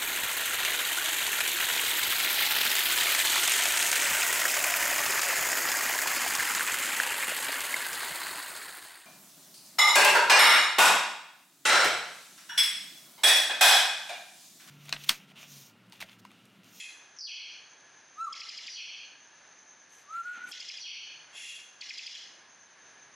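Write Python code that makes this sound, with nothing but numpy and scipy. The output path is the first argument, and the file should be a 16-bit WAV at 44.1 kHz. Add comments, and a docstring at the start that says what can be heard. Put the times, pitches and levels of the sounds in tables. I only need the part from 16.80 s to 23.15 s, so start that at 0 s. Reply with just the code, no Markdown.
"""A small caged bird sings in a hard-walled room: three runs of sharp down-swept chips over a dry rasp.
Buzzy wheezes slide down after two of the runs; an earlier one follows two high peeps.
Low whistles lead into two runs. A harsh hiss sounds twice, the first time just ending at the start.
Chips and whistles are swept sines; rasp, wheezes, peeps and hisses are uneven snaps plus air, filtered.
A hand rubs and bumps the camera, whose gain control ducks the room noise. Levels are set before it."""
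import sys
import numpy as np
from scipy import signal
from scipy.fft import rfft, irfft, next_fast_len
from scipy.io import wavfile
from scipy.ndimage import uniform_filter1d, map_coordinates

SR = 44100
rng = np.random.default_rng(int(sys.argv[2]) if len(sys.argv) > 2 else 0)


def persist_wave(psi):
    """Save psi, clipped to +-1, as 16-bit WAV."""
    counts = np.round(np.clip(psi, -1, 1) * 32767).astype(np.int16)
    wavfile.write(sys.argv[1], SR, np.atleast_2d(counts).T)


N = 280035


def amp(db):
    """Decibels to gain."""
    return 10 ** (np.asarray(db) / 20)


def unit(x):
    """Scale to rms 1."""
    return x / np.sqrt(np.mean(x ** 2) + 1e-20)


def along(points, hz):
    """Read (Hz, value) points on a log frequency axis."""
    f, v = np.transpose(points)
    return np.interp(np.log(hz + 1), np.log(f + 1), v)


def wobble(knots_per_s):
    """A smooth random curve through normally distributed knots."""
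    knots = rng.standard_normal(int(N * knots_per_s / SR) + 4)
    return map_coordinates(knots, [np.arange(N) * knots_per_s / SR])


def since(start_s):
    """Seconds from start_s, for every sample."""
    return np.arange(N) / SR - start_s


ONSET_DB = 30  # below full level at the start


def envelope(start_s, attack_s, length_s, release_db_per_s):
    """Gain that rises through the attack, holds until length_s after the start, then dies away."""
    u = since(start_s)
    rising = np.maximum(1 - u / attack_s, 0)
    db = -ONSET_DB * rising ** 2 - release_db_per_s * np.maximum(u - length_s, 0)
    return amp(np.maximum(db, -200))


def filtered(x, response):
    """x times a response of frequency."""
    m = next_fast_len(N + SR // 2)
    return irfft(rfft(x, m) * response(np.fft.rfftfreq(m, 1 / SR)), m)[..., :N]


def coloured(x, colour):
    """x weighted by a colour table, at rms 1."""
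    return unit(filtered(x, lambda hz: amp(along(colour, hz))))


# left-right correlation of diffuse noise: freq_hz, likeness
ALIKE = [(100, 0.93), (1000, 0.96), (3000, 0.96), (6300, 0.92), (10000, 0.57)]


def diffuse(colour):
    """Stereo noise of rms 1 from all sides: a mid-side balance sets the likeness of the channels."""
    def balance(hz):
        turn = np.arccos(np.clip(along(ALIKE, hz), -1, 1)) / 2
        return np.array([np.cos(turn), np.sin(turn)])

    mid, side = filtered(rng.standard_normal((2, N)), balance)
    return coloured(np.array([mid + side, mid - side]), colour)


def buzz(rate_hz, jitter, air):
    """The syrinx snaps at an uneven rate, with rushing air between the snaps."""
    cycles = np.cumsum(rate_hz * np.exp(jitter * wobble(300))) / SR
    snaps = np.diff(np.floor(cycles), prepend=0) * amp(rng.standard_normal(N))
    return unit(unit(snaps) + air * rng.standard_normal(N))


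RING_FLUTTER_DB, RING_FLUTTER_KNOTS_PER_S = 3, 45


def resonate(x, rings):
    """Each resonance lifts a narrow band and rings on briefly, swelling and sinking on its own."""
    def bandpasses(f):
        return np.array([1j * f * w / (c * c - f * f + 1j * f * w) for c, w, _ in rings])

    out = x
    for band, (_, _, db) in zip(filtered(x, bandpasses), rings):
        flutter_db = RING_FLUTTER_DB * (wobble(RING_FLUTTER_KNOTS_PER_S) - .5)
        out = out + band * amp(db + flutter_db)
    return unit(out)


def valley_db(hz, valleys):
    """Loss in the narrow bands that the throat does not pass."""
    return sum(db * np.exp(-((hz - c) / w) ** 2) for c, w, db in valleys)


def hollow(x, valleys):
    """x with those bands hollowed out."""
    return filtered(x, lambda hz: amp(valley_db(hz, valleys)))


def patchy(x, depth_db):
    """The sound flickers in patches about 500 Hz wide and 17 ms long."""
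    z = signal.stft(x, nperseg=256)[2]
    field = uniform_filter1d(rng.standard_normal(z.shape), size=3, axis=0)
    field = uniform_filter1d(field, size=6, axis=1)
    return unit(signal.istft(z * amp(depth_db * unit(field)), nperseg=256)[1][:N])


# time for the room's ring to fall 60 dB: freq_hz, t60_s
WALLS = [(300, 0.77), (1300, 0.69), (4000, 0.75), (10000, 0.49)]


def in_room(x, wet_db, width):
    """Direct sound plus the walls' answer: decaying noise that differs a little between the channels."""
    hz, t, z = signal.stft(rng.standard_normal((2, SR * 3 // 4)), SR, nperseg=256)
    decay = amp(-60 * t / along(WALLS, hz)[:, None])
    tail = signal.istft(z * decay, SR, nperseg=256)[1]
    tail = np.pad(tail / np.linalg.norm(tail[0]), ((0, 0), (SR // 200, 0)))  # 5 ms pre-delay
    mid, side = amp(wet_db) * signal.fftconvolve(x[None], tail, axes=1)[:, :N]
    return np.array([x + mid + width * side, x + mid - width * side]) / np.sqrt(1 + amp(wet_db) ** 2)


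# spectrum of the room's rush: freq_hz, weight_db
ROOM_COLOUR = [(25, -52), (60, -30.5), (100, -15.5), (300, -10), (480, -10.5), (700, -7.5), (950, -7),
               (1300, -7.5), (1520, -4.5), (1700, 0.5), (1900, -7), (2400, -8.5), (2900, -11),
               (5400, -15.5), (7000, -30), (8200, -36), (10000, -22), (10900, -70), (15000, -68)]
# spectrum of a narrow sizzle high in the room noise: freq_hz, weight_db
SIZZLE_COLOUR = [(4500, -53), (5700, -3), (6100, 4.5), (6350, 12.5), (6600, -3.5), (7100, -9.5),
                 (8000, -47)]


def room_noise(body_db=-59, sizzle_db=-61):
    """Diffuse noise: a rush whose level drifts slowly, and a high sizzle that flickers faster."""
    body = amp(body_db + 1.05 * wobble(4.6)) * diffuse(ROOM_COLOUR)
    return body + amp(sizzle_db + 1.93 * wobble(25)) * diffuse(SIZZLE_COLOUR)


SHIFT_ATTACK_S, SHIFT_RELEASE_DB_PER_S = 0.043, 400
# the hand shifts on the camera: start_s, length_s, rub_db, scratch_db
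SHIFTS = [(3.08, 0.14, -67.5, -68), (3.313, 0.091, -53, -65), (3.438, 0.1, -53.5, -74),
          (3.531, 0.16, -54, -83), (3.658, 0.058, -64, -54)]
# spectra of skin on the case: freq_hz, weight_db
RUB_COLOUR = [(50, -42), (120, -31), (175, -19), (270, -5), (450, -16), (800, -22), (1200, 1), (1900, 7.5),
              (3000, 1.5), (4200, -5), (9000, -54)]
SCRATCH_COLOUR = [(2000, -9), (7000, 4.5), (10000, 2.5), (12500, -0.5), (15000, -31)]


def handling():
    """Skin rubs and scratches on the camera's case in uneven slips."""
    rub, scratch = diffuse(RUB_COLOUR), diffuse(SCRATCH_COLOUR)
    slips = unit(amp(1.5 * wobble(110)))
    out = 0
    for s, length, rub_db, scratch_db in SHIFTS:
        friction = amp(rub_db) * rub + amp(scratch_db) * scratch
        out = out + friction * envelope(s, SHIFT_ATTACK_S, length, SHIFT_RELEASE_DB_PER_S)
    return slips * out


# soft bumps of the hand on the camera: start_s, level_db
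BUMPS = [(3.364, -48), (3.572, -46.5), (3.584, -56), (3.622, -67), (3.65, -50), (3.682, -49), (3.704, -51)]
# the grip rumbles between the bumps: start_s, length_s, level_db
GRIP_RUMBLE = (3.585, 0.1, -68)
# spectrum through the camera's body: freq_hz, weight_db
BUMP_COLOUR = [(60, -32), (130, -35), (180, 4.5), (280, 4), (450, -12), (620, -12), (850, 1), (1300, -6),
               (3000, -31), (8000, -64)]


def bumps(t60_s=0.056, attack_s=0.0077):
    """Dull, quickly damped knocks through the camera's body, over the rumble of the grip."""
    blows = 0
    for s, db in BUMPS:
        u = since(s)
        blows = blows + amp(db - 60 * np.maximum(u, 0) / t60_s) * np.clip(u / attack_s, 0, 1)
    start, length, level_db = GRIP_RUMBLE
    grip = amp(level_db) * envelope(start, SHIFT_ATTACK_S, length, SHIFT_RELEASE_DB_PER_S)
    return (blows + grip) * coloured(rng.standard_normal(N), BUMP_COLOUR)


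HISS_ATTACK_S, HISS_TREBLE_ATTACK_S, HISS_RELEASE_DB_PER_S = 0.087, 0.1, 140
# hisses, with two resonances of their own: start_s, length_s, level_db, strong_ring_hz, upper_ring_hz
HISSES = [(-.1, 0.11, -32.5, 2520, 4040), (4.512, 0.22, -39, 2773, 5440)]
# source spectrum: freq_hz, weight_db
HISS_COLOUR = [(1200, -39), (1750, -13.5), (2050, -7), (2300, 3), (2550, -1.5), (3000, -3.5), (3300, 0.5),
               (3750, -5), (4400, -7), (5500, -7.5), (7100, -4.5), (8600, -20), (10600, -8.5), (12800, -42)]
# shared resonances: centre_hz, width_hz, lift_db (before flutter)
HISS_RINGS = [(1900, 90, -2), (2110, 55, 5), (2560, 45, 8), (3270, 80, 6), (3410, 70, 3), (4480, 45, 0),
              (7050, 80, 2), (10300, 70, 1)]
# valleys between them: centre_hz, width_hz, gain_db
HISS_VALLEYS = [(2250, 65, -10), (2410, 55, -15), (3010, 80, -14), (3660, 110, -10), (3980, 50, -7),
                (4380, 50, -6), (4650, 100, -8), (5380, 70, -6)]


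def hiss(ring_width_hz=70, ring_db=13, upper_width_hz=160, upper_db=1, treble_hz=3800):
    """A harsh, breathy buzz through whistling resonances; the treble swells last."""
    out = np.zeros(N)
    source = coloured(buzz(rate_hz=300, jitter=.3, air=2.6), HISS_COLOUR)
    for s, length, db, hz, upper_hz in HISSES:
        own_rings = [(hz, ring_width_hz, ring_db), (upper_hz, upper_width_hz, upper_db)]
        air = hollow(resonate(source, HISS_RINGS + own_rings), HISS_VALLEYS)
        body = filtered(air, lambda f: 1 / (1 + (f / treble_hz) ** 8))
        for band, attack in ((body, HISS_ATTACK_S), (air - body, HISS_TREBLE_ATTACK_S)):
            out += band * amp(db) * envelope(s, attack, length, HISS_RELEASE_DB_PER_S)
    return out * amp(1.1 * wobble(60))


SCOOP_S, DROP_S, WHISTLE_RELEASE_DB_PER_S = 0.041, 0.0577, 1498
DROP_LOSS_DB = 27  # level loss per unit of drop; the overtones lose twice as much again
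OVERTONE_FLICKER_DB, OVERTONE_FLICKER_KNOTS_PER_S = 4, 90
OVERTONE_BLUR_RAD, OVERTONE_BLUR_KNOTS_PER_S = .9, 220
# whistled notes: start_s, length_s, attack_s, level_db, pitch_hz,
# scoop (fraction below pitch), drop (fraction at the end), flutter_db, overtone_gain_db
WHISTLES = [(1.367, 0.12, 0.047, -30.5, 1400, 0.16, 0.2, 2.5, 15),
            (3.281, 0.13, 0.12, -29, 1401, 0.18, 0.02, 2, 11),
            (3.426, 0.1, 0.051, -37, 1459, 0.04, 0.01, 2.5, 9),
            (3.527, 0.049, .01, -40.5, 1463, 0.02, 0.05, 3, 14),
            (3.594, .028, 0.022, -44, 1505, 0, 0.03, -1, 2),
            (3.629, 0.023, 0.018, -34.5, 1490, 0, 0.01, 0, -4),
            (3.654, 0.0357, 0.0087, -52, 1527, 0.02, 0.1, 3.5, 0)]
# overtones: multiple, level_db (before overtone_gain_db)
OVERTONES = [(2, -46), (3, -43), (4, -51), (5, -43)]
# thin rush of air with a whistle: freq_hz, weight_db
AIR_COLOUR = [(1500, -16), (2500, 4), (4500, 0), (8000, 7), (12000, -2), (15000, -11)]


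def whistles(air_db=-32, waver=0.0054):
    """Nearly pure notes over a little air: each may scoop up to its pitch, flutter and drop at the end."""
    out = np.zeros(N)
    air = amp(air_db) * coloured(rng.standard_normal(N), AIR_COLOUR)
    unsteady, flutter = 1 + waver * wobble(110), wobble(130)
    overtones = []
    for k, level in OVERTONES:
        gain = amp(level + OVERTONE_FLICKER_DB * wobble(OVERTONE_FLICKER_KNOTS_PER_S))
        blur = OVERTONE_BLUR_RAD * wobble(OVERTONE_BLUR_KNOTS_PER_S)
        overtones.append((k, gain, blur))
    for s, length, attack, db, hz, scoop, drop, flutter_db, bright_db in WHISTLES:
        u = since(s)
        fallen = drop * np.clip((u - length) / DROP_S + 1, 0, 1) ** 2
        pitch = hz * (1 - scoop * np.exp(-np.maximum(u, 0) / SCOOP_S)) * (1 - fallen)
        phase = 2 * np.pi * np.cumsum(pitch * unsteady) / SR
        brightness = amp(bright_db - 2 * DROP_LOSS_DB * fallen)
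        upper = sum(gain * np.sin(k * phase + blur) for k, gain, blur in overtones)
        tone = unit(np.sin(phase) + brightness * upper)
        level = amp(db + flutter_db * flutter - DROP_LOSS_DB * fallen)
        out += (tone + air) * level * envelope(s, attack, length, WHISTLE_RELEASE_DB_PER_S)
    return out


# short, high peeps: start_s, length_s, level_db, pitch_hz
PEEPS = [(.362, 0.013, -54, 5960), (0.383, 0.017, -39.5, 5440)]


def peeps(width_hz=600, attack_s=0.0065, release_db_per_s=1500):
    """Brief buzzes in narrow bands that step down toward the wheeze."""
    source = buzz(rate_hz=450, jitter=0.086, air=0.8)
    out = 0
    for s, length, db, hz in PEEPS:
        band = unit(filtered(source, lambda f: np.exp(-((f - hz) / width_hz) ** 2)))
        out = out + amp(db) * band * envelope(s, attack_s, length, release_db_per_s)
    return out


RASP_ATTACK_S, RASP_RELEASE_DB_PER_S = 0.0099, 153
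# the rasp under each run of chips: start_s, length_s, level_db
RUNS = [(1.546, 0.38, -42), (3.719, 0.25, -43), (5.007, 0.37, -42)]


def rasp_effort(push_db=1, push_s=0.014, pause_db=-5, pause_lead_s=0.014, pause_s=0.0046,
                slack_db=-3, slack_lag_s=0.039, slack_s=0.0039):
    """Gain of the rasp: falters just before each chip, is pushed with it and slackens after it."""
    runs = sum(amp(db) * envelope(s, RASP_ATTACK_S, length, RASP_RELEASE_DB_PER_S)
               for s, length, db in RUNS)

    def swell(s, width_s):
        return np.exp(-np.minimum((since(s) / width_s) ** 2, 20))

    effort_db = 0
    for s, *_ in CHIPS:
        effort_db = effort_db + push_db * swell(s + push_s / 2, push_s)
        effort_db = effort_db + pause_db * swell(s - pause_lead_s, pause_s)
        effort_db = effort_db + slack_db * swell(s + slack_lag_s, slack_s)
    return runs * amp(effort_db)


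# source spectrum: freq_hz, weight_db
RASP_COLOUR = [(1200, -62), (1700, -5.5), (2100, -2), (2600, -3), (2900, 4), (3300, 1.5), (3800, 2),
               (4400, 0), (5200, 3.5), (6000, -3.5), (7000, -4.5), (8500, -27.5), (11000, -24),
               (14000, -64)]
# throat resonances: centre_hz, width_hz, lift_db (before flutter)
RASP_RINGS = [(2100, 110, 3), (2520, 110, 2), (2900, 110, 1), (3260, 90, 3), (3450, 90, 3), (4000, 120, 3),
              (4380, 160, 3), (5020, 260, 2), (5580, 140, 5), (5940, 90, 1)]
# valleys between them: centre_hz, width_hz, gain_db
RASP_VALLEYS = [(3080, 70, -4), (3730, 130, -4), (4680, 120, -9)]


def rasp():
    """A buzz broader and rougher than the wheeze, under and between the chips."""
    throat = resonate(coloured(buzz(rate_hz=260, jitter=.4, air=2.2), RASP_COLOUR), RASP_RINGS)
    throat = patchy(throat, depth_db=3)
    grain = amp(1.7 * wobble(140))
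    return hollow(throat, RASP_VALLEYS) * rasp_effort() * grain


def slid(u, held_s, slide_s):
    """How far a wheeze has slid down, 0-1, u seconds after its start."""
    return np.clip((u - held_s) / slide_s, 0, 1)


# the lower edge settles from its top toward a shoulder, then slides to the bottom
EDGE_SHOULDER_HZ, EDGE_BOTTOM_HZ, SETTLE_S = 4080, 2155, 0.053
WHEEZE_FULL_S, WHEEZE_FADE_DB_PER_S, WHEEZE_RELEASE_DB_PER_S = 0.02, 63.5, 162
# wheezes, held high and then sliding down: start_s, held_s, slide_s, length_s, attack_s, edge_top_hz,
# high_level_db, low_level_db, crest_db (above the edge, while high), main_valley_hz
WHEEZES = [(0.404, 0.053, 0.044, 0.354, 0.0079, 4520, -32, -33.5, 10.5, 3680),
           (1.871, 0.066, 0.061, 0.37, 0.038, 5500, -40, -34.5, -2, 3950),
           (3.971, 0.035, 0.079, 0.36, 0.033, 5500, -43, -34, -4, 4070)]


def wheeze_edge(t):
    """At times t: the wheeze's lower edge in Hz, crest in dB, slide 0-1 and main valley in Hz."""
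    edge = np.full(len(t), float(EDGE_SHOULDER_HZ))
    crest, lowered, valley = np.zeros(len(t)), np.zeros(len(t)), np.zeros(len(t))
    for s, held, slide, _, attack, top_hz, *_, crest_db, valley_hz in WHEEZES:
        settling = np.exp(-np.maximum(t - s, 0) / SETTLE_S)
        high = EDGE_SHOULDER_HZ + (top_hz - EDGE_SHOULDER_HZ) * settling
        sounding, down = t > s - 2 * attack, slid(t - s, held, slide)
        edge = np.where(sounding, high * (EDGE_BOTTOM_HZ / high) ** down, edge)
        crest = np.where(sounding, crest_db * (1 - down), crest)
        lowered = np.where(sounding, down, lowered)
        valley = np.where(sounding, valley_hz, valley)
    return edge, crest, lowered, valley


def wheeze_effort():
    """Gain of the wheezes: each moves from its high level to its low one in the slide, then fades."""
    gain = np.zeros(N)
    for s, held, slide, length, attack, _, high_db, low_db, *_ in WHEEZES:
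        u, full = since(s), held + slide + WHEEZE_FULL_S
        db = high_db + (low_db - high_db) * slid(u, held, slide)
        db = db - WHEEZE_FADE_DB_PER_S * np.maximum(u - full, 0)
        gain += amp(db) * envelope(s, attack, length, WHEEZE_RELEASE_DB_PER_S)
    return gain


MAIN_VALLEY_WIDTH_HZ, MAIN_VALLEY_DB = 125, -12  # depth once fully slid
# source spectrum: freq_hz, weight_db
WHEEZE_COLOUR = [(1500, -30), (1980, -4), (2150, 0), (2500, 3.5), (3250, 1.5), (3550, -3.5), (3850, -11),
                 (4150, -5), (4400, -7), (4750, -2.5), (5300, -7.5), (5950, -5.5), (6400, -44),
                 (7200, -37.5), (11000, -38.5), (13500, -84)]
# throat resonances: centre_hz, width_hz, lift_db (before flutter)
WHEEZE_RINGS = [(2540, 70, 0), (2980, 70, 0), (3240, 100, 4), (4360, 170, 9), (4770, 80, -3),
                (5600, 110, 4), (5970, 120, 4)]
# valleys between them: centre_hz, width_hz, gain_db (once fully slid)
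WHEEZE_VALLEYS = [(3620, 100, -5), (4660, 90, -4), (5120, 240, -6)]


def wheeze(crest_width=0.094):
    """A buzz in the throat: as the note slides down, lower resonances open and valleys form."""
    throat = resonate(coloured(buzz(rate_hz=400, jitter=.12, air=0.75), WHEEZE_COLOUR), WHEEZE_RINGS)
    throat = patchy(throat, depth_db=2)
    hz, t, z = signal.stft(throat, SR, nperseg=512)
    edge, crest_db, down, valley_hz = wheeze_edge(t)
    valleys = WHEEZE_VALLEYS + [(valley_hz, MAIN_VALLEY_WIDTH_HZ, MAIN_VALLEY_DB)]
    above = np.log((hz[:, None] + 1) / edge)
    opening = amp(np.sqrt(down) * valley_db(hz[:, None], valleys)) / np.sqrt(1 + np.exp(-44 * above))
    # crest just above the edge while the note is high
    opening = opening * amp(crest_db * np.exp(-(above / crest_width - 1.4) ** 2))
    # the note keeps its strength however few resonances are open
    power = np.mean(abs(z) ** 2, axis=1, keepdims=True)
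    passed = np.sqrt((power * opening ** 2).sum(0) / power.sum())
    voice = signal.istft(z * opening / passed, SR, nperseg=512)[1][:N]
    return voice * wheeze_effort() * amp(0.88 * wobble(50))


CHIP_FALL_S, CHIP_HEAD_S = .0055, .003  # time to fall half way, width of the head
# chips: start_s, level_db, top_hz, foot_db (low foot relative to head), cutoff_s (after start)
CHIPS = [(1.531, -32.5, 5080, -7, 0.015), (1.608, -37, 5050, 1.5, 0.013), (1.694, -33, 4970, -2.5, 0.012),
         (1.779, -34.5, 5100, -3.5, 0.028), (1.873, -36.5, 4850, 2, 0.018), (3.721, -36, 5230, -2, 0.012),
         (3.806, -32, 5070, -5, 0.011), (3.8913, -32, 5120, -0.5, 0.015), (3.9753, -35.5, 4940, 4, 0.011),
         (5.015, -35, 4460, -1.5, 0.013), (5.097, -34.5, 5070, 2, 0.026), (5.185, -31.5, 4950, 3.5, 0.012),
         (5.2688, -31, 4930, -0.5, 0.012), (5.353, -39, 3400, 1, 0.0079)]
# spectrum of the noise burst in a chip: freq_hz, weight_db
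SNAP_COLOUR = [(1500, -22), (3000, 5.5), (7200, 7), (8600, -14.5), (11000, -15.5), (14000, -42)]
# throat valleys: centre_hz, width_hz, gain_db
CHIP_VALLEYS = [(2750, 120, -4), (3850, 300, -8)]


def chips(bottom_hz=1780, second_hz=3270, second_db=-8, second_lead_s=0.0031, rough=0.38,
          near_db=-12, snap_db=-11):
    """One side of the syrinx holds high, then whips down until cut off; the other blips just ahead."""
    out, t = np.zeros(N), np.arange(-SR // 60, SR // 20) / SR
    grit, snap = wobble(700), coloured(rng.standard_normal(N), SNAP_COLOUR)

    def swell(centre_s, width_s):
        return np.exp(-((t - centre_s) / width_s) ** 2)

    for s, db, top_hz, foot_db, cutoff_s in CHIPS:
        at = round(s * SR) - SR // 60 + np.arange(len(t))
        roughness = rough * grit[at]
        pitch = bottom_hz + (top_hz - bottom_hz) / (1 + (np.maximum(t, 0) / CHIP_FALL_S) ** 2.29)
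        shape = swell(0, CHIP_HEAD_S) + amp(foot_db) * swell(0.01, 0.007)
        shape = shape * np.clip((cutoff_s - t) / 0.0019, 0, 1)
        sweep = shape * np.sin(2 * np.pi * np.cumsum(pitch) / SR + 2 * roughness) * (1 + roughness)
        blip = amp(second_db) * swell(-second_lead_s, 0.0033) * np.sin(2 * np.pi * second_hz * t)
        burst = amp(snap_db) * swell(0.00079, 0.0052) * snap[at]
        chip = amp(db) * (np.sqrt(2) * (sweep + blip) + burst)
        # nearby surfaces answer within 1-7 ms, at delays drawn at random for each chip
        delays = rng.integers(SR // 1000, SR // 140, size=3)
        out[at] += chip + amp(near_db) * sum(np.roll(chip, d) for d in delays)
    return hollow(out, CHIP_VALLEYS)


def scene():
    """Song, whistles and hisses in the room, with handling, bumps and room noise."""
    song = in_room(wheeze() + peeps() + rasp(), wet_db=-6.0, width=0.2)
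    song = song + in_room(chips(), wet_db=-10.5, width=0.33)
    whistling = in_room(whistles(), wet_db=-11, width=.12)
    hissing = in_room(hiss(), wet_db=-11.0, width=0.36)
    return song + whistling + hissing + handling() + bumps() + room_noise()


def gain_control(x, threshold_db=-47, slope=0.53, sense_hz=2450, window_s=0.0056):
    """The gain falls as the smoothed power passes a threshold; bass is sensed less than treble."""
    def sensitivity(hz):
        corner_hz = sense_hz / 2
        return 1.236 * hz ** 2 / (hz ** 2 + corner_hz ** 2) * hz / np.hypot(hz, corner_hz)

    sensed = filtered(x.mean(0), sensitivity)
    keep = np.exp(-1 / (window_s * SR))
    settled = [np.mean(sensed[:SR // 50] ** 2)]
    power = signal.lfilter([1 - keep], [1, -keep], sensed ** 2, zi=settled)[0]
    excess_db = np.maximum(10 * np.log10(power + 1e-12) - threshold_db, 0)
    return x * amp(-slope * excess_db)


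TOP_HZ = 15100


def record(dry):
    """The camera's gain control and band limit."""
    return filtered(gain_control(dry), lambda hz: hz < TOP_HZ)


dry = scene()
out = record(dry)
persist_wave(out)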